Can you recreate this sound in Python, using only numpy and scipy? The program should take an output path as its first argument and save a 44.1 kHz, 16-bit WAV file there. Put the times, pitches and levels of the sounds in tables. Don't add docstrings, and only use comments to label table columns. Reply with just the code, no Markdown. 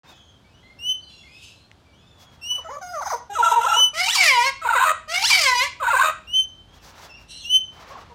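import sys
import numpy as np
from scipy import signal
from scipy.fft import rfft, irfft, next_fast_len
from scipy.io import wavfile
from scipy.ndimage import uniform_filter1d, map_coordinates

SR = 44100
rng = np.random.default_rng(int(sys.argv[2]) if len(sys.argv) > 2 else 0)


def to_wav(sig):
    pcm = np.clip(np.atleast_2d(sig), -1, 1) * 32767
    pcm = np.round(pcm).astype(np.int16)
    wavfile.write(sys.argv[1], SR, pcm.T)


def gain_from_db(level_db):
    decades = np.asarray(level_db, float) / 20
    return 10 ** decades


N = 358974


def unit(x):
    return x / np.sqrt(np.mean(x ** 2) + 1e-20)


def along(points, hz):
    f, v = np.transpose(points)
    return np.interp(np.log(hz + 1), np.log(f + 1), v)


def track(rows, fade_s=0.0035):
    s, *cols = np.transpose(rows)
    span = slice(round(s[0] * SR), min(N, round(s[-1] * SR)))
    t = np.arange(span.start, span.stop) / SR
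    edge = np.clip(np.minimum(t - s[0], s[-1] - t) / fade_s, 0, 1)
    return span, np.sin(np.pi / 2 * edge) ** 2, [np.interp(t, s, c) for c in cols]


def wobble(rate_hz, size):
    knots = rng.standard_normal(int(size * rate_hz / SR) + 4)
    return map_coordinates(knots, [np.arange(size) * rate_hz / SR])


def turns(hz):
    return 2 * np.pi * np.cumsum(hz) / SR


def noise(size):
    return rng.standard_normal(size)


def coloured(x, spectrum, lo_hz=0, hi_hz=22000):
    m = next_fast_len(len(x) + 4096)
    hz = np.fft.rfftfreq(m, 1 / SR)
    gain = gain_from_db(along(spectrum, hz))
    band = (hz >= lo_hz) * (hz < hi_hz)
    return irfft(rfft(x, m) * gain / np.sqrt(np.mean(gain ** 2 * band)), m)[:len(x)]


def syrinx(rows, sac, fade_s, jitter, throb_db, strain=0, flutter=0):
    span, gate, (hz, db) = track(rows, fade_s)
    octave_db, first_db = db + along(sac, 2 * hz), db + along(sac, hz)
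    n = len(hz)
    flap = turns(88 * (1 + .1 * wobble(40, n))) - .2 * np.pi
    gate = gate * gain_from_db(flutter * 4 * (np.sin(flap) - 0.4))
    hz = hz * (1 + flutter * .05 * np.cos(flap))
    tension = np.where(hz < 2 * RELAXED_HZ, np.maximum(hz / RELAXED_HZ, 1), 1.2) ** strain
    phase = turns(hz * (1 + jitter * tension * wobble(248.6, n)))
    low = gain_from_db(octave_db + throb_db * np.minimum(wobble(88.8, n), .6)) * np.sin(2 * phase)
    low += gain_from_db(first_db + throb_db * np.minimum(wobble(70, n), .6)) * np.sin(phase)
    k = np.arange(3, 34)[:, None]
    drift = gain_from_db(5.04 * np.minimum([wobble(39.4, n) for _ in k], 1.2))
    even = gain_from_db(1.76 * (-1) ** k * np.clip((640 - hz) / 130, 0, 1))
    blur = (k * hz / 8500) ** 2 * np.array([wobble(350, n) for _ in k])
    partials = np.sin(k * phase + blur + rng.uniform(0, 2 * np.pi, k.shape))
    buzz = np.sum(even * drift * partials * (k * hz < 16000), axis=0)
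    return span, np.sqrt(2) * gate * low, gate * buzz * np.sqrt(4 * hz / SR)


def sing(note, sac, flutter=0):
    s, d, a, b, db = note
    glide = [(s, a, db), (s + .5 * d, .35 * a + .65 * b, db), (s + d + 0.0076, b, db)]
    fade_s = min(.009, (d + 0.0087) / 2)
    return syrinx(glide, sac, fade_s, jitter=.015 * min(1, 0.038 / d), throb_db=2.5, flutter=flutter)


# (time [s], length [s], from [Hz], to [Hz], level [dB])
MUTTER_NOTES = [(2.549, .05, 930, 598, -52), (2.509, 0.015, 470, 525, -50.5),
                (2.577, 0.0236, 638, 465, -42.5), (2.642, 0.039, 668, 648, -38),
                (2.682, 0.036, 368, 555.5, -36), (2.71, 0.054, 541.6, 590, -38),
                (2.764, 0.007, 605, 587, -31.5), (2.777, .01, 603, 595, -38), (2.809, .021, 790, 750, -36),
                (2.82, .11, 722, 715, -35.5), (2.929, 0.071, 733, 554, -31),
                (3.005, 0.028, 1179, 571, -28.5), (3.052, 0.027, 1273, 654, -28),
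                (3.098, .039, 1417, 467, -26), (3.127, 0.023, 522, 463, -27),
                (3.293, 0.0584, 406, 408, -34), (7.901, 0.0285, 498, 591, -45.5),
                (7.948, 0.044, 1307, 504, -44), (8.094, 0.034, 500, 467, -49.5)]
# (frequency [Hz], gain [dB])
MUTTER_SAC = [(390, -12.5), (500, -5), (700, -2), (1100, 3.5), (1450, -5), (1900, -26)]
# (time [s], throat level [dB], treble lift [dB], noise share [0-1])
MUTTER_BEAK = [
    (2.6, -61.5, -16, 1),
    (2.7, -50.5, -15, 0.67),
    (2.8, -57.5, 0.5, 0),
    (2.9, -54, 1.5, .1),
    (3.0, -51, -1.5, 0.7),
    (3.1, -39, -0.5, 0.99),
    (3.2, -54.5, 1.5, .7),
]
# (frequency [Hz], density [dB per Hz])
MUTTER_THROAT = [(880, -22.5), (1500, 4), (1540, -13), (1920, -5.5), (2630, -24.5), (5600, -18),
                 (6170, -0.5), (7010, -25), (15700, -27.5)]
# (frequency [Hz], width [Hz], lift [dB])
MUTTER_RING = [(5130, 140, 11)]


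def mutter():
    parts = [sing(note, MUTTER_SAC) for note in MUTTER_NOTES]
    return parts, [(MUTTER_BEAK, MUTTER_THROAT, MUTTER_RING, 0)]


# (time [s], length [s], from [Hz], to [Hz], level [dB])
WARBLE_NOTES = [(3.349, 0.027, 736, 618, -24), (3.381, 0.031, 507.4, 460.6, -17),
                (3.411, 0.0074, 438, 418, -16.5), (3.423, 0.025, 683, 681, -15),
                (3.454, 0.031, 676, 674, -15), (3.492, 0.017, 672, 660, -16),
                (3.511, 0.016, 562, 433.5, -15), (3.53, 0.017, 472, 460, -21),
                (3.554, 0.048, 486, 456.7, -17), (3.607, 0.014, 620, 703, -21.5),
                (3.627, 0.013, 706, 669, -18), (3.641, 0.012, 486, 528, -17), (3.659, 0.015, 595, 698, -17),
                (3.683, .02, 690, 687, -18.5), (3.711, 0.02, 675, 678, -16),
                (3.739, 0.019, 685, 660, -18.5), (3.761, 0.011, 570, 440, -17.5),
                (3.777, 0.01, 443, 500, -21.5), (3.794, 0.0093, 563, 580, -26),
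                (3.441, 0.019, 934, 963, -24.5), (3.479, 0.011, 960, 944, -21),
                (3.672, 0.016, 850, 818, -13), (3.699, 0.012, 825, 844, -14),
                (3.726, 0.02, 895, 817, -12.5)]
# (frequency [Hz], gain [dB])
HARSH_SAC = [(450, -22), (610, -6), (700, -23), (790, -18), (900, 0.5), (1560, 0), (1680, -31),
             (2000, -35.5)]
# (time [s], throat level [dB], treble lift [dB], noise share [0-1])
WARBLE_BEAK = [
    (3.292, -57.5, -1, .15),
    (3.35, -48.5, 0, 0.4),
    (3.42, -43, 0, .6),
    (3.53, -39, 2, 0.7),
    (3.575, -46, -5, .35),
    (3.62, -40.5, 0.5, 0.7),
    (3.75, -40, 1, 0.7),
    (3.818, -45, -1.5, .6),
]
# (frequency [Hz], density [dB per Hz])
WARBLE_THROAT = [(880, -27.5), (1500, 3.5), (1960, -11.5), (2730, -6), (3890, -9), (4170, -28.5),
                 (4420, -28), (6420, -10.5), (8970, -16), (9990, -40.5), (11500, -18.5), (15700, -36.5)]
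# (frequency [Hz], width [Hz], lift [dB])
RINGS = [
    [(2800, 190, 2.5), (4030, 200, 6), (6220, 400, 4)],
    [(2550, 130, 7), (3780, 140, 7), (6890, 350, 7.5), (8630, 350, 5.5)],
]


def warble():
    return [sing(note, HARSH_SAC) for note in WARBLE_NOTES], [(WARBLE_BEAK, WARBLE_THROAT, RINGS[0], 0)]


# (time [s], length [s], from [Hz], to [Hz], level [dB])
GARGLE_NOTES = [(4.613, 0.043, 670, 636, -29.5), (4.645, .03, 561, 437, -22.5),
                (4.669, .013, 714, 738, -26), (4.686, .005, 750, 714, -13), (4.696, .021, 497, 442.6, -19),
                (4.721, 0.023, 762, 651, -18), (4.748, .029, 620, 458, -17.5),
                (4.775, 0.009, 703, 732, -17), (4.778, 0.0093, 500, 542, -29),
                (4.789, 0.012, 771, 803, -12), (4.801, .04, 486, 535.6, -17.5),
                (4.837, .01, 772, 748, -12.5), (4.848, 0.0702, 648.3, 621, -20),
                (5.797, .02, 653, 628, -30), (5.816, .03, 642, 450.5, -23), (5.845, .011, 758, 764, -21.5),
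                (5.863, .009, 762, 734, -15), (5.873, .023, 517, 439, -19.5), (5.9, .023, 766, 664, -18.5),
                (5.927, .029, 622, 473, -18), (5.956, .023, 766, 779, -16.5),
                (5.982, .033, 500, 540.5, -16), (6.011, .016, 767, 750, -13.5),
                (6.029, .076, 640.5, 621.2, -21)]
# (frequency [Hz], gain [dB])
HOLLOW_SAC = [(560, -43), (800, -8), (900, 1), (1100, 1), (1560, -4)]
# (start [s], end [s], peak throat level [dB], swell [dB])
RASPS = [
    (4.608, 4.929, -27, 8),
    (5.791, 6.115, -28, 5.5),
]
# (frequency [Hz], density [dB per Hz])
GARGLE_THROAT = [(530, -43.5), (900, -9.5), (1560, 0.5), (1720, -11), (2490, -14), (3440, -24),
                 (3780, -19.5), (5480, -40), (7210, -24.5), (9060, -26), (10200, -51), (13000, -28.5),
                 (15700, -36)]


def gargle():
    parts, calls = [], []
    for note in GARGLE_NOTES:
        late = any(start + .185 < note[0] < end for start, end, *_ in RASPS)
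        sac = HOLLOW_SAC if note[2] < 522 else HARSH_SAC
        parts.append(sing(note, sac, flutter=1 if late else .35))
    for start, end, db, swell_db in RASPS:
        beak = [(start, db - swell_db - 14, -1.5, .56), (start + 0.08, db - swell_db, -2.5, .56),
                (end - .06, db, 0, .56), (end, db - 4, -2, .56)]
        calls.append((beak, GARGLE_THROAT, RINGS[1], 0))
    return parts, calls


# (start [s], leap [s], drop [s], from [Hz], to [Hz])
CLIMBS = [
    (3.93, 4.08, 4.157, 594, 797),
    (5.075, 5.235, 5.305, 598.5, 825.5),
]
# (time [s], pitch [Hz], voice level [dB], throat level [dB])
SAGS = [
    [(4.141, 995, -45, -25.5), (4.158, 767, -33.5, -22), (4.2, 772, -15.5, -24.5), (4.26, 645, -24, -17.5),
     (4.32, 524.5, -19.5, -23), (4.375, 476.7, -18.5, -28.5), (4.42, 481, -21.5, -24.5),
     (4.47, 547, -18.5, -25), (4.51, 541, -31.5, -32.5)],
    [(5.289, 1003, -45, -23), (5.306, 788, -29, -20), (5.37, 755, -18.5, -22), (5.42, 616.4, -23.5, -18.5),
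     (5.48, 517, -17.5, -21.5), (5.55, 485.8, -20, -28), (5.6, 490.7, -22.5, -22.5),
     (5.64, 565.3, -17.5, -27), (5.69, 594, -49, -40.5)],
]
# (time after [s], length [s], from [Hz], to [Hz], level [dB])
UNDER = [
    (-.015, .024, 850, 939, -26.5),
    (-.009, 0.028, 1403, 832, -28),
]
# (frequency [Hz], gain [dB])
WAIL_SAC = [(480, -21.5), (650, -10.5), (780, -15.5), (960, 1.5), (1130, -11), (1350, -9), (1550, -26.5)]
# (frequency [Hz], gain [dB])
LEAP_SAC = [(1200, -13.5), (2000, -9.5), (2400, -0.5), (4000, -1.5)]
# (frequency [Hz], density [dB per Hz])
WAIL_THROAT = [(710, -29.5), (1200, -7.5), (1770, -7), (2260, 3), (2630, -9), (2870, -4.5), (3480, -13),
               (4910, -6.5), (5470, -11.5), (15700, -34)]
RELAXED_HZ, STRAINED_HZ, STRAIN_NOISE = 500, 660, .55
CLIMB_ATTACK_S, CLIMB_START_DB, CLIMB_DB, CLIMB_BEAK_DB = 0.068, -15.5, -19, -27.5
FIFTH, PEAK_RATIO, PEAK_AT, LEAP_DB, LEAP_FALL_DB = 1.5, 1.68, .74, -24, -12


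def wail():
    parts, calls = [], []
    for (start, leap, drop, a, b), sag in zip(CLIMBS, SAGS):
        open_s = start + CLIMB_ATTACK_S
        open_hz = 1.015 * (a + (b - a) * CLIMB_ATTACK_S / (leap - start))
        climb = [(start, a, CLIMB_DB + CLIMB_START_DB), (open_s, open_hz, CLIMB_DB), (leap, b, CLIMB_DB)]
        leap_hz, leap_s = FIFTH * b, drop - leap
        peak = [(leap, leap_hz, LEAP_DB),
                (leap + (PEAK_AT - .12) * leap_s, .97 * PEAK_RATIO * leap_hz, LEAP_DB),
                (leap + PEAK_AT * leap_s, PEAK_RATIO * leap_hz, LEAP_DB),
                (drop, leap_hz, LEAP_DB + LEAP_FALL_DB)]
        for rows in (climb, [row[:3] for row in sag]):
            parts.append(syrinx(rows, WAIL_SAC, fade_s=0.0026, jitter=.0048, throb_db=2.5, strain=3.2))
        for jitter in (.01, .025):
            parts.append(syrinx(peak, LEAP_SAC, fade_s=0.006, jitter=jitter, throb_db=5))
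        for at, (after, *rest) in zip((leap, drop), UNDER):
            parts.append(sing((at + after, *rest), HARSH_SAC))
        beak = [(start, a, CLIMB_BEAK_DB + CLIMB_START_DB), (open_s, open_hz, CLIMB_BEAK_DB),
                (leap - .012, b, CLIMB_BEAK_DB), (leap, b, CLIMB_BEAK_DB)]
        t, hz, db = np.transpose(beak + [(row[0], row[1], row[3]) for row in sag])
        strain = np.clip((hz - RELAXED_HZ) / (STRAINED_HZ - RELAXED_HZ), 0, 1)
        purity = np.where((t >= leap) & (t <= sag[0][0]), .45, 1)
        rows = np.transpose([t, db, -3 + 4.5 * strain, STRAIN_NOISE * strain * purity])
        calls.append((rows, WAIL_THROAT, [], 1))
    return parts, calls


def ringing(x, rings):
    for hz, width_hz, db in rings:
        x = x + (gain_from_db(db) - 1) * signal.lfilter(*signal.iirpeak(hz, hz / width_hz, SR), x)
    return x


def patchy(x):
    z = signal.stft(x, nperseg=256)[2]
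    field = uniform_filter1d(rng.standard_normal(z.shape), size=2, axis=0)
    field = uniform_filter1d(field, size=12, axis=1)
    return unit(signal.istft(z * gain_from_db(4 * unit(field)), nperseg=256)[1][:len(x)])


def throat(buzz, beak, colour, rings, strainable):
    span, gate, (throat_db, lift_db, share) = track(beak, 0.016)
    n = len(gate)
    share = np.clip(share, 0, 1) ** 1.5
    breath = coloured(patchy(noise(n)), [(1000, -5), (3000, -4), (7000, 0)], 6000)
    strained = np.clip(share / STRAIN_NOISE ** 1.3, 0, 1) * strainable
    throb = gain_from_db(1.25 * wobble(110.27, n) + strained * 3.5 * np.minimum(wobble(140, n), .7))
    voiced = np.sqrt(np.abs(uniform_filter1d(buzz[span] ** 2, size=260)))
    breath = breath * (.65 + .35 * np.minimum(unit(voiced), 1.2))
    rasp = throb * (np.sqrt(1 - share) * buzz[span] + np.sqrt(share) * breath)
    body = coloured(ringing(rasp, rings), colour, 1700, 2600)
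    treble = signal.sosfiltfilt(signal.butter(2, 3300, "high", fs=SR, output="sos"), body)
    return span, gate * gain_from_db(throat_db) * (body + (gain_from_db(lift_db) - 1) * treble)


def parrot():
    voice, buzz = np.zeros(N), np.zeros(N)
    calls = []
    for parts, beaks in (mutter(), warble(), gargle(), wail()):
        calls += beaks
        for span, low, high in parts:
            voice[span] += low
            buzz[span] += high
    for call in calls:
        span, sound = throat(buzz, *call)
        voice[span] += sound
    return signal.sosfilt(signal.butter(4, 400, "high", fs=SR, output="sos"), voice)


# (time [s], pitch [Hz], tone level [dB])
CHIRP_NOTES = [
    [(0.785, 2690, -47), (0.867, 2980, -26), (0.899, 3047, -20), (0.925, 3033, -20.5), (0.961, 3066, -49),
     (0.965, 3040, -42)],
    [(2.41, 2670, -52), (2.44, 2750, -36), (2.492, 2953, -31.5), (2.512, 2968, -21.5), (2.544, 2978, -30.5),
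     (2.558, 2967, -23.5), (2.574, 2975, -39.5), (2.59, 2976, -32.5), (2.605, 2970, -45)],
    [(3.685, 2777, -43), (3.703, 2763, -29.5), (3.725, 2859, -39), (3.745, 2837, -21), (3.757, 2926, -32),
     (3.767, 2942, -22), (3.795, 3004, -14.5), (3.845, 3003, -12), (3.895, 3007, -35.5)],
    [(6.265, 2620, -60), (6.279, 2800, -40.5), (6.327, 2940, -34.5), (6.339, 3016, -20.5),
     (6.373, 3093, -15), (6.401, 3080, -14.5), (6.443, 3074, -32), (6.45, 3100, -41)],
    [(7.43, 2985, -52), (7.44, 2676, -46.5), (7.454, 2756, -31.5), (7.492, 2930, -36.5), (7.504, 2966, -22),
     (7.538, 3066, -14.5), (7.566, 3055, -11.5), (7.6, 3078, -33)],
]
CHIRP_OCTAVE_DB = [-14, -9, -9.5, -18, -15]
# (multiple, level re octave [dB])
OVERTONES = [(3, -13), (4, -23.5), (5, -17.5)]


def chirps():
    out = np.zeros(N)
    for rows, octave_db in zip(CHIRP_NOTES, CHIRP_OCTAVE_DB):
        span, gate, (hz, tone_db) = track(rows, 0.007)
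        n, effort_db = len(gate), tone_db - tone_db.max()
        hz = uniform_filter1d(hz, size=700, mode="nearest")
        phase = turns(hz * (1 + .002 * wobble(200, n)))
        upper = gain_from_db(-.16 * effort_db + 1.6 * wobble(40, n)) * np.sin(2 * phase)
        for k, db in OVERTONES:
            upper += gain_from_db(-.25 * effort_db + db + 1.4 * wobble(32.0, n)) * np.sin(round(k) * phase)
        tone = np.sin(phase) + gain_from_db(octave_db) * upper
        out[span] += np.sqrt(2) * gate * gain_from_db(tone_db + .4 * wobble(61.0, n)) * tone
    return out


# (frequency [Hz], level [dB])
FAR_OCTAVE = [(2200, -11.5), (2600, -5), (3300, -14), (4200, -21)]


def whistle(rows, db, jitter):
    span, gate, (hz,) = track(rows, 0.005)
    phase = turns(hz * (1 + jitter * wobble(159.6, len(hz))))
    flutter = gain_from_db(2.5 * wobble(60, len(hz)))
    tone = np.sin(phase) + gain_from_db(along(FAR_OCTAVE, hz)) * np.sin(2 * phase)
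    return span, gate * flutter * gain_from_db(db) * tone


# (time [s], length [s], from [Hz], to [Hz], level [dB])
FAR_WHISTLES = [(0.066, 0.045, 3570, 3710, -53), (0.112, 0.19, 3423, 3295, -52),
                (0.135, 0.2, 3050, 3170, -57.5), (.44, 0.035, 2220, 2310, -57),
                (.49, 0.036, 2550, 2580, -59), (.53, 0.16, 2800, 3410, -59), (0.627, 0.11, 2015, 2140, -51),
                (.995, 0.057, 3940, 4720, -53), (1.034, 0.13, 4170, 4070, -48.5),
                (1.093, 0.14, 3430, 3390, -50.5), (1.092, 0.11, 2800, 2770, -53),
                (1.929, 0.11, 2800, 3540, -57.5), (2.001, 0.11, 2535, 2600, -63),
                (2.06, 0.28, 3620, 3280, -55.5), (6.764, 0.057, 3100, 2610, -56.5),
                (.045, 0.13, 2590, 2560, -60), (1.85, .07, 2340, 2310, -60), (6.68, .07, 3140, 3320, -56),
                (7.025, .035, 3150, 3500, -53)]
# (time [s], length [s], from
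# [Hz], to [Hz], level [dB])
CHATTER = [(1.232, 0.054, 2120, 2140, -48.5), (1.275, 0.11, 2350, 2610, -49), (2.64, 0.14, 7300, 6550, -54),
           (1.41, 0.123, 2560, 2620, -50.5), (1.31, .2, 3350, 3900, -56), (1.43, 0.056, 6300, 6350, -54),
           (1.5, .17, 3800, 4250, -58.5), (1.09, 0.16, 2750, 2700, -60), (1.05, 0.1, 4650, 4600, -58),
           (7.318, .11, 3900, 4220, -41.5), (7.29, 0.077, 2720, 2800, -48), (7.4, .065, 3600, 3200, -44),
           (7.415, 0.061, 6350, 6250, -44.5)]
# (time [s], pitch [Hz])
WAVY = [
    (7.088, 2800),
    (7.116, 2620),
    (7.161, 2790),
    (7.19, 2300),
]
# (start [s], turn [s], end [s], level at turn [dB], swell into turn [dB])
SCREECHES = [
    (1.06, 1.453, 1.65, -51, 12.5),
    (7.272, 7.362, 7.5, -46.5, -4.5),
]
# (frequency [Hz], density [dB per Hz])
HOARSE = [
    [(1060, -44), (1800, -28), (2640, -0.5), (4180, -10.5), (4950, -6.5), (5860, -17), (6520, -11),
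     (10300, -21.5), (13100, -27), (15000, -39)],
    [(1060, -55), (1800, -19), (2500, -22), (2860, -1.5), (3630, -12), (4040, 2), (5040, -27), (5650, -2.5),
     (7120, -25), (8130, -8.5), (15000, -45)],
]


def far_birds():
    out = np.zeros(N)
    calls = []
    for table, jitter in [(FAR_WHISTLES, .008), (CHATTER, .016)]:
        for s, d, a, b, db in table:
            calls.append(([(s, a), (s + 0.53 * d, .25 * a + .75 * b), (s + d, b)], db, jitter))
    s, hz = np.transpose(WAVY)
    t = np.arange(s[0], s[-1], .002)
    knots = np.arange(len(s))
    place = np.interp(t, s, knots)
    eased = np.floor(place) + np.sin(np.pi / 2 * (place % 1)) ** 2
    calls.append((np.transpose([t, np.interp(eased, knots, hz)]), -46, .003))
    for call in calls:
        span, tone = whistle(*call)
        out[span] += tone
    for (start, loud, end, db, swell_db), colour in zip(SCREECHES, HOARSE):
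        rows = [(start, db - swell_db), (max(start, loud - 0.13), db - swell_db), (loud, db),
                (end, db - 112 * (end - loud))]
        span, gate, (level_db,) = track(rows, 0.044)
        n = len(level_db)
        out[span] += gate * gain_from_db(level_db + 1.5 * wobble(45, n)) * coloured(noise(n), colour, 3330, 5310)
    return out


# (time [s], whoosh level [dB], feather hiss re whoosh [dB])
WING_BEATS = [(0.079, -40, -15), (0.149, -55.5, -8.5), (2.201, -46.5, -6), (2.321, -45, -15.5),
              (2.44, -47, -11), (2.565, -38, -15.5), (6.739, -44.5, -13.5), (6.831, -47, -3),
              (6.879, -37, -11.5), (6.969, -37, -11.5), (7.019, -35.5, -11), (7.069, -41.5, -15),
              (7.199, -45.5, -14), (7.735, -48.5, -10), (7.795, -35, -20.5), (7.879, -35.5, -17),
              (7.919, -37, -30), (7.983, -36, -20.5), (8.104, -42.5, -29)]
# (frequency [Hz], density [dB per Hz])
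WHOOSH = [(150, -28), (250, -8.5), (593, 0.5), (816, 4), (1220, 1.5), (6000, -16), (7800, -26),
          (13200, -120)]
# (frequency [Hz], density [dB per Hz])
FEATHERS = [(2350, -18), (4000, -7), (5940, -7), (9010, -20.5), (15700, -19)]
# (time [s], peak level [dB])
CLAW_TICKS = [
    (1.715, -31),
]


def wings():
    out = np.zeros(N + SR)
    t = np.arange(SR // 5) / SR
    n = len(t)
    for s, db, hiss_db in WING_BEATS:
        hiss = np.exp(-((t - .1) / 0.032) ** 2) * coloured(noise(n), FEATHERS, 7000, 12000)
        whoosh = np.exp(-((t - .1) / 0.077) ** 2) * coloured(noise(n), WHOOSH, 450, 2700)
        beat = gain_from_db(db - 13 + np.clip(2 * wobble(50, n), -4, 2)) * (whoosh + gain_from_db(hiss_db) * hiss)
        first = round((s - .08) * SR)
        cut = max(0, -first)
        out[max(0, first):][:n - cut] += beat[cut:]
    t = np.arange(300) / SR
    mesh = [(300, -2), (2000, 5.0), (8000, -18), (12000, -42), (16000, -80)]
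    for s, db in CLAW_TICKS:
        click = coloured(noise(len(t)) + 4 * (t == 0), mesh)
        out[round(s * SR):][:len(t)] += gain_from_db(db - 3.5 - 60 * t / 0.0067) * click
    return out[:N]


# (time [s], air level [dB], rumble level [dB])
AIR_DB = [
    (0.04, -59.5, -69),
    (2.11, -59.5, -67.5),
    (5.3, -59.5, -60),
    (7.55, -57.5, -64.5),
    (8.14, -57, -67),
]
# (frequency [Hz], density [dB per Hz])
AIR = [(41, -35.5), (70, -2.5), (514, -21), (550, -18.5), (1460, -25), (1590, -25), (2040, -32),
       (2680, -30), (3370, -27), (15700, -53.5)]
# (frequency [Hz], density [dB per Hz])
RUMBLE = [(15, -46.5), (25, -13), (48, -1.5), (90, 2), (120, -34), (200, -120)]
# (time [s], pitch [Hz], level [dB])
ENGINE = [
    (3.4, 40, -80),
    (3.9, 40, -65),
    (4.8, 46, -66),
    (5.4, 56, -62.5),
    (7.4, 55, -59),
    (8.14, 50, -60),
]


def air():
    span, gate, (air_db, rumble_db) = track(AIR_DB, 0.0029)
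    n, out = len(gate), np.zeros(N)
    hush = gain_from_db(air_db + 0.74 * wobble(1.6, n)) * coloured(noise(n), AIR, 117.6, 570)
    rumble = gain_from_db(rumble_db + 0.93 * wobble(2, n)) * coloured(noise(n), RUMBLE, 25, 70)
    out[span] = gate * (hush + rumble)
    span, gate, (hz, db) = track(ENGINE, .01)
    n = len(gate)
    hum = np.sin(turns(hz * (1 + .06 * wobble(4.6, n))))
    out[span] += gate * gain_from_db(db + 3 + 2 * wobble(6.5, n)) * hum
    return out


# (frequency [Hz], T60 [s])
YARD_T60 = [(300, 0.3), (1500, 0.34), (3000, 0.41), (8000, 0.3), (15000, 0.016)]


def yard(x):
    hz, t, z = signal.stft(noise(SR * 2 // 3), SR, nperseg=256)
    decay = gain_from_db(-60 * t / along(YARD_T60, hz)[:, None])
    tail = signal.istft(z * decay, SR, nperseg=256)[1]
    return signal.fftconvolve(np.pad(x, (350, 0)), tail / np.linalg.norm(tail))[:N]


def scene():
    near, second, far = parrot(), chirps(), far_birds()
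    echoes = yard(gain_from_db(-11.5) * near + gain_from_db(-8.0) * far) + gain_from_db(-15.5) * yard(second)
    return (near + second + gain_from_db(-3.5) * far + echoes + wings() + air())[None]


def top_cut(x):
    return signal.sosfilt(signal.butter(12, 15850, fs=SR, output="sos"), x)


def record(dry):
    soft = dry / (1 + (dry / .68) ** 4) ** .25
    return top_cut(soft * (np.arange(N) > 0.034 * SR))


dry = scene()
out = record(dry)
to_wav(out)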